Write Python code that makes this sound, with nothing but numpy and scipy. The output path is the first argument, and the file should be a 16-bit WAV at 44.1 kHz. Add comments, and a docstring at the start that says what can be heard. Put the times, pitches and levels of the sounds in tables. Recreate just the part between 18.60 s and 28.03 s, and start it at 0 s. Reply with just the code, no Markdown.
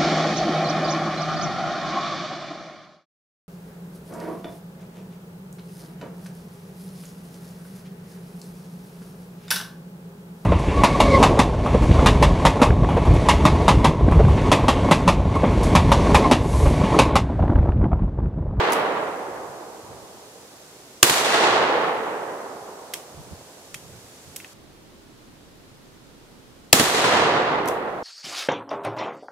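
"""A revolver is fired in a wooded hollow. At first the echo of a shot at -0.62 s is still rolling away over
hiss, far woods and puffs of wind; the action clicks, and at 2.4 s and 8.1 s the revolver fires again.
From 5.9 s the background is duller, with a deep hum; more clicks follow the last shot.
Blasts are shaped noise with a ring and a thump, clipped at the microphone; echoes are noise that follows
the returned power and grows duller with delay; clicks are noise ticks with decaying modes of the frame."""
import sys
import numpy as np
from scipy import signal
from scipy.fft import rfft, irfft, next_fast_len
from scipy.io import wavfile
from scipy.ndimage import uniform_filter1d

SR = 44100
rng = np.random.default_rng(int(sys.argv[2]) if len(sys.argv) > 2 else 0)


def waveform_to_disk(signal):
    """Save audio, clipped to [-1, 1], as 16-bit WAV at the path in sys.argv[1]."""
    frames = np.transpose(np.atleast_2d(signal))
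    scaled = np.clip(frames, -1, 1) * 32767
    samples = np.round(scaled).astype(np.int16)
    wavfile.write(sys.argv[1], SR, samples)


N = 415863

# colour of steel parts striking: f/Hz, density/dB
ACTION_COLOUR = [(20, -50), (300, -30), (1200, -14), (2000, -1), (2700, 1), (4500, -5), (5500, 0),
                 (7000, -1.5), (8600, -1.5), (9500, -3.5), (11200, -2.5), (16000, -12)]


def amp(db):
    """Level law: decibels to amplitude gain."""
    return 10 ** (np.asarray(db) / 20)


def unit(x):
    """Normalisation: scales a signal to rms 1."""
    return x / np.sqrt(np.mean(x ** 2) + 1e-20)


def read(points, hz):
    """Logarithmic pitch scale: interpolates a spectrum along log frequency."""
    f, value = np.transpose(points)
    return np.interp(np.log(hz + 1), np.log(f + 1), value)


def add(mix, s, sound):
    """Superposition: adds a stereo sound at time s, which may lie before the start."""
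    at = round(s * SR)
    sound = sound[:, max(-at, 0):]
    part = mix[:, max(at, 0):][:, :sound.shape[1]]
    part += sound[:, :part.shape[1]]


def noise(spectrum, size, likeness=None, tilt=0):
    """Spectral shaping and coherence: coloured stereo noise of rms 1; tilt in dB per octave above 1500 Hz."""
    # default left-right likeness, high in the bass: f/Hz, correlation (-1 to 1)
    usual_likeness = [(20, .98), (130, .98), (290, .94), (640, .78), (1410, .3), (3100, -.2), (6800, 0),
                      (15000, 0)]
    if likeness is None:
        likeness = usual_likeness
    padded = next_fast_len(size)
    hz = np.fft.rfftfreq(padded, 1 / SR)
    a, b = rng.standard_normal((2, len(hz))) + 1j * rng.standard_normal((2, len(hz)))
    c = np.clip(read(likeness, hz), -1, 1)
    right = c * a + np.sqrt(1 - c ** 2) * b
    octaves = np.log2(np.maximum(hz, 1500) / 1500)
    colour = amp(read(spectrum, hz) + tilt * octaves)
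    return unit(irfft(np.array([a, right]) * colour, padded)[:, :size])


def puff(t, peak_s, db, fall_s):
    """Exponential envelope: a puff of wind builds in 0.55 of the time it takes to die down."""
    rise_share = .55
    from_peak = np.maximum((peak_s - t) / rise_share, t - peak_s)
    return amp(db) * np.exp(-from_peak / fall_s)


def wind(t, lumps_db=3.5):
    """Turbulence: low noise, made lumpy by slow random eddies, swells in puffs."""
    # colour of wind noise: f/Hz, density/dB
    wind_colour = [(20, -28), (50, -13), (80, -3), (120, 0), (180, -6), (300, -20), (1000, -55),
                   (16000, -90)]
    # puffs at the microphone: t/s of the peak, level/dB, time to die down/s
    puffs = [(.8, -53, .25), (1.31, -47, .18), (4.61, -40.5, .07), (4.725, -43.5, .05), (5.16, -51, .1),
             (5.33, -48.5, .17), (5.68, -54, .13)]
    smooth = uniform_filter1d(rng.standard_normal(N), size=1500)
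    eddies = unit(uniform_filter1d(smooth, size=700))
    rumble = noise(wind_colour, size=N, likeness=[(50, .8), (300, .6)])
    strength = sum(puff(t, *row) for row in puffs)
    return strength * unit(amp(lumps_db * eddies) * rumble)


def background(hiss_db=-49.2, woods_db=-52, calm_db=-49.3, calm_from=5.935):
    """Stationary noise: hiss and far woods, then from calm_from (s) a duller noise and a hum; wind on top."""
    # colours of the hiss, the far woods and the later, duller background: f/Hz, density/dB
    hiss_colour = [(20, -30), (500, -8), (1500, -1), (2200, -3), (3500, -2), (7000, -1), (12500, -8.7),
                   (16000, -18)]
    woods_colour = [(20, -24), (60, -10), (120, -3), (400, 0), (800, -6), (1500, -14), (2500, -30),
                    (16000, -70)]
    calm_colour = [(10, -20), (30, -11), (60, -3), (130, -.5), (190, -2), (290, 0), (450, -5), (700, -10.5),
                   (1200, -13.5), (2400, -18), (4000, -18), (8000, -24), (12500, -28.5), (16000, -35)]
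    # deep hum: f/Hz, rms level/dB
    hum_tones = [(32.3, -64)]
    t = np.arange(N) / SR
    hiss = amp(hiss_db) * noise(hiss_colour, size=N)
    woods = amp(woods_db) * noise(woods_colour, size=N)
    calm_likeness = [(60, .6), (300, .4), (700, .3), (1500, 0)]
    calm = amp(calm_db) * noise(calm_colour, size=N, likeness=calm_likeness)
    hum = sum(amp(db) * np.sqrt(2) * np.sin(2 * np.pi * hz * t) for hz, db in hum_tones)
    return np.where(t < calm_from, hiss + woods, calm + hum) + wind(t)


def strikes():
    """Paired impacts: each part strikes twice, first tripping and then seating."""
    # clicks of hammer, cylinder and trigger:
    # t/s, level/dB, brightness/(dB per octave), ring of the steel/dB, second strike relative to first/dB
    clicks = [(.104, -34, 1, -32, -10), (.1215, -19, 1, -35, -3.5), (.131, -16.5, -.6, -33, -2.5),
              (4.3367, -16.3, -1.7, -26, 0), (5.1432, -23.5, -2.3, -16, -1), (5.7615, -24.5, 2.8, -35, 3.5),
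              (5.801, -34, -6, -14, -5), (5.8455, -32.5, -9, -15, -7), (9.057, -31, 1, -33, -10),
              (9.0755, -26.5, 2, -34, 1.5), (9.085, -19, -.6, -26, -10)]
    second_strike_s = .0033
    for s, db, tilt, ring_db, second_db in clicks:
        yield s, db, tilt, ring_db
        yield s + second_strike_s, db + second_db, tilt, ring_db


def action(decay=.0016, rise=.0003, scatter_db=-22, scatter_decay=.042, scatter_tilt=1.3, pivot_hz=3000):
    """Modal impact: steel snaps home as a dry tick, frame modes and scatter from the ground; times in s."""
    # ringing modes of the frame: f/Hz, level/dB, decay by 60 dB t60/s
    steel_modes = [(1900, -6, .03), (2600, 2, .035), (3200, 3, .055), (5500, -7, .1), (6900, -7, .12),
                   (8750, -7, .2), (12400, -10, .2), (13100, -10, .22)]
    out = np.zeros((2, N))
    t = np.arange(9000) / SR
    for s, db, tilt, ring_db in strikes():
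        tick = noise(ACTION_COLOUR, size=len(t), likeness=[(1000, .8), (10000, .45)], tilt=tilt)
        scatter = amp(scatter_db) * noise(ACTION_COLOUR, size=len(t), tilt=tilt + scatter_tilt)
        sound = tick * np.exp(-t / decay) + scatter * np.exp(-t / scatter_decay)
        for hz, mode_db, t60 in steel_modes:
            hardness_db = 2 * tilt * np.log2(hz / pivot_hz)  # a harder blow wakes the higher modes
            # slight detuning, and a starting phase of its own on each side
            turns = hz * rng.uniform(.98, 1.02) * t + .3 * rng.random((2, 1))
            fading = amp(ring_db + mode_db + hardness_db - 60 * t / t60)
            sound += fading * np.sin(2 * np.pi * turns)
        onset = 1 - np.exp(-t / rise)
        add(out, s, amp(db) * onset * sound)
    return out


def terrain(t):
    """Energy return: power sent back t seconds after a shot by near ground, forest and far slopes."""
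    near_db, near_fade = -4.3, 10.5  # dB, dB per s; ground and bushes scatter the shot at once
    # the forest's echo swells, holds while it sags a little, then dies away
    forest_db, delay_s, hold_s = 3.0, .415, .44
    rise, sag, fade = 46, 8.5, 19.7  # dB per s
    far_db, far_fade = -10, 7.5  # dB, dB per s; far slopes keep a faint rumble going
    late = t - delay_s
    swell_db = rise * np.minimum(late, 0)
    fade_db = sag * np.clip(late, 0, hold_s) + fade * np.maximum(late - hold_s, 0)
    near = amp(near_db - near_fade * t)
    forest = amp(forest_db + swell_db - fade_db)
    far = amp(far_db + swell_db - far_fade * np.maximum(late, 0))
    return near ** 2 + forest ** 2 + far ** 2


def rolling_echo(db, bass_db, grain_db=.8, swell_db=.7, bass_hz=150, near_bass_db=8, near_decay=.13,
                 low_cut_hz=45):
    """Diffuse reflection and absorption: countless returns lose treble as their path lengthens."""
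    # single echoes from the bank and the forest edge: delay t/s, level/dB, decay time/s
    single_echoes = [(.009, 0, .002), (.068, 5, .0025), (.079, -2, .002), (.218, -3, .008), (.313, 1, .012),
                     (.408, 1, .01), (.44, 2, .006)]
    # colour of the echo before path losses: f/Hz, density/dB
    echo_colour = [(25, -50), (60, -30), (120, -15), (220, -10.5), (290, -7), (350, -2.5), (460, 1.7),
                   (590, -.7), (750, 2), (1100, 1), (1500, -1), (1950, 0), (2300, -3), (2900, -1),
                   (4000, -.8), (5200, -3.8), (7000, -2), (12000, -6.8), (16000, -13)]
    # lost to air and ground: f/Hz, loss/(dB per s)
    path_loss = [(30, 12), (60, 5), (130, 3.5), (280, 1.5), (570, 2), (1130, 5.5), (2260, 14.3),
                 (4500, 29.5), (8000, 52), (12000, 76), (16000, 110)]
    t = np.arange(int(3.6 * SR)) / SR
    fine, slow = rng.standard_normal((2, len(t)))
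    grain = grain_db * unit(uniform_filter1d(fine, size=130))
    swell = swell_db * unit(uniform_filter1d(slow, size=1300))
    power = terrain(t) * amp(grain + swell) ** 2
    for delay, echo_db, decay in single_echoes:
        power = power + amp(echo_db) ** 2 * (t >= delay) * np.exp(-abs(t - delay) / decay)
    returned = noise(echo_colour, size=len(t)) * np.sqrt(power)
    hz, delay, z = signal.stft(returned, SR, nperseg=512, noverlap=384)
    # the near ground returns more bass than the far trees
    bass = (bass_db + near_bass_db * np.exp(-delay / near_decay)) / (1 + (hz[:, None] / bass_hz) ** 2)
    z = z * amp(bass - read(path_loss, hz)[:, None] * delay)
    echo = signal.istft(z, SR, nperseg=512, noverlap=384)[1]
    low_cut = signal.butter(2, low_cut_hz, "high", fs=SR, output="sos")
    return amp(db) * signal.sosfilt(low_cut, echo)


def boom(size=8000):
    """Multipath: the low push of the muzzle gas arrives directly, then off the bank."""
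    # colour of the boom: f/Hz, density/dB
    boom_colour = [(20, -55), (70, -18), (120, -5), (220, -4), (330, 0), (480, -14), (1000, -30),
                   (16000, -80)]
    # arrivals, direct and then off the bank: delay t/s, level/dB, decay time/s
    paths = [(.003, 0, .02), (.068, -3, .012), (.079, 0, .014)]
    t = np.arange(size) / SR
    swell = sum(amp(db) * (t >= delay) * np.exp(-abs(t - delay) / decay) for delay, db, decay in paths)
    return swell * noise(boom_colour, size=size)


def blast(db, ring_hz, hold=.0026, decay=.0009, ring_db=-6, thump_hz=350, thump_db=-13, thump_decay=.012):
    """Shock excitation: a few ms of noise ring the microphone housing, with a short low thump; times in s."""
    # colour of the shock: f/Hz, density/dB
    shock_colour = [(30, -40), (120, -14), (400, -3), (1200, -1.5), (2000, 0), (3000, -1.5), (4500, -2),
                    (7000, -1.5), (11000, -8.5), (16000, -19)]
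    t = np.arange(4096) / SR
    shock = noise(shock_colour, size=len(t), likeness=[(100, .97), (2000, .88), (10000, .55)])
    ring = amp(ring_db) * np.sin(2 * np.pi * ring_hz * t)
    fade = np.exp(-np.maximum(t - hold, 0) / decay)
    thump = amp(thump_db) * np.sin(2 * np.pi * thump_hz * t) * np.exp(-t / thump_decay)
    return amp(db) * fade * (shock + ring) - thump


def shots(hammer_db=-16, lock_time=.0015):
    """Impulse and response: the hammer falls, lock_time (s) later the shot fires, the hollow answers."""
    # one row a shot: t/s, blast level/dB, ring of the blast f/Hz, boom level/dB, echo level/dB,
    # extra bass of the echo/dB
    shot_rows = [(-0.62, 12, 2800, -25, -11.4, 0), (2.429, 9.5, 2800, -26, -11.8, -1),
                 (8.129, 12, 2500, -17, -11.9, 10)]
    out = np.zeros((2, N))
    for s, blast_db, ring_hz, boom_db, echo_db, bass_db in shot_rows:
        add(out, s - lock_time, amp(hammer_db) * noise(ACTION_COLOUR, size=128))
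        add(out, s, blast(blast_db, ring_hz))
        add(out, s, amp(boom_db) * boom())
        add(out, s, rolling_echo(echo_db, bass_db))
    return out


def scene():
    """Superposition: the open air, the handling and the shots add."""
    return background() + action() + shots()


def record(dry, port_lag=.00011, lag_hz=1300, edge_hz=15800):
    """Transduction: two ports differ in colour, the left lags (s) in the bass; clipping, then a band limit."""
    # colour of the two ports: f/Hz, left minus right level/dB
    port_difference = [(60, -1.8), (400, -2.2), (1300, -2.3), (2400, -.3), (4400, .5), (8000, -1.3),
                       (15000, -6)]
    size = next_fast_len(N + 256)
    hz = np.fft.rfftfreq(size, 1 / SR)
    lag = port_lag / (1 + (hz / lag_hz) ** 2)
    # each port takes half of the level difference and half of the lag
    lean = amp(read(port_difference, hz) / 2) * np.exp(-1j * np.pi * hz * lag)
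    heard = irfft(rfft(dry, size) * np.array([lean, 1 / lean]), size)[:, :N]
    overloaded = np.clip(heard, -1, 1)
    low_pass = signal.firwin(255, edge_hz, window=("kaiser", 8), fs=SR)
    return signal.oaconvolve(overloaded, low_pass[None], "same")


dry = scene()
out = record(dry)
waveform_to_disk(out)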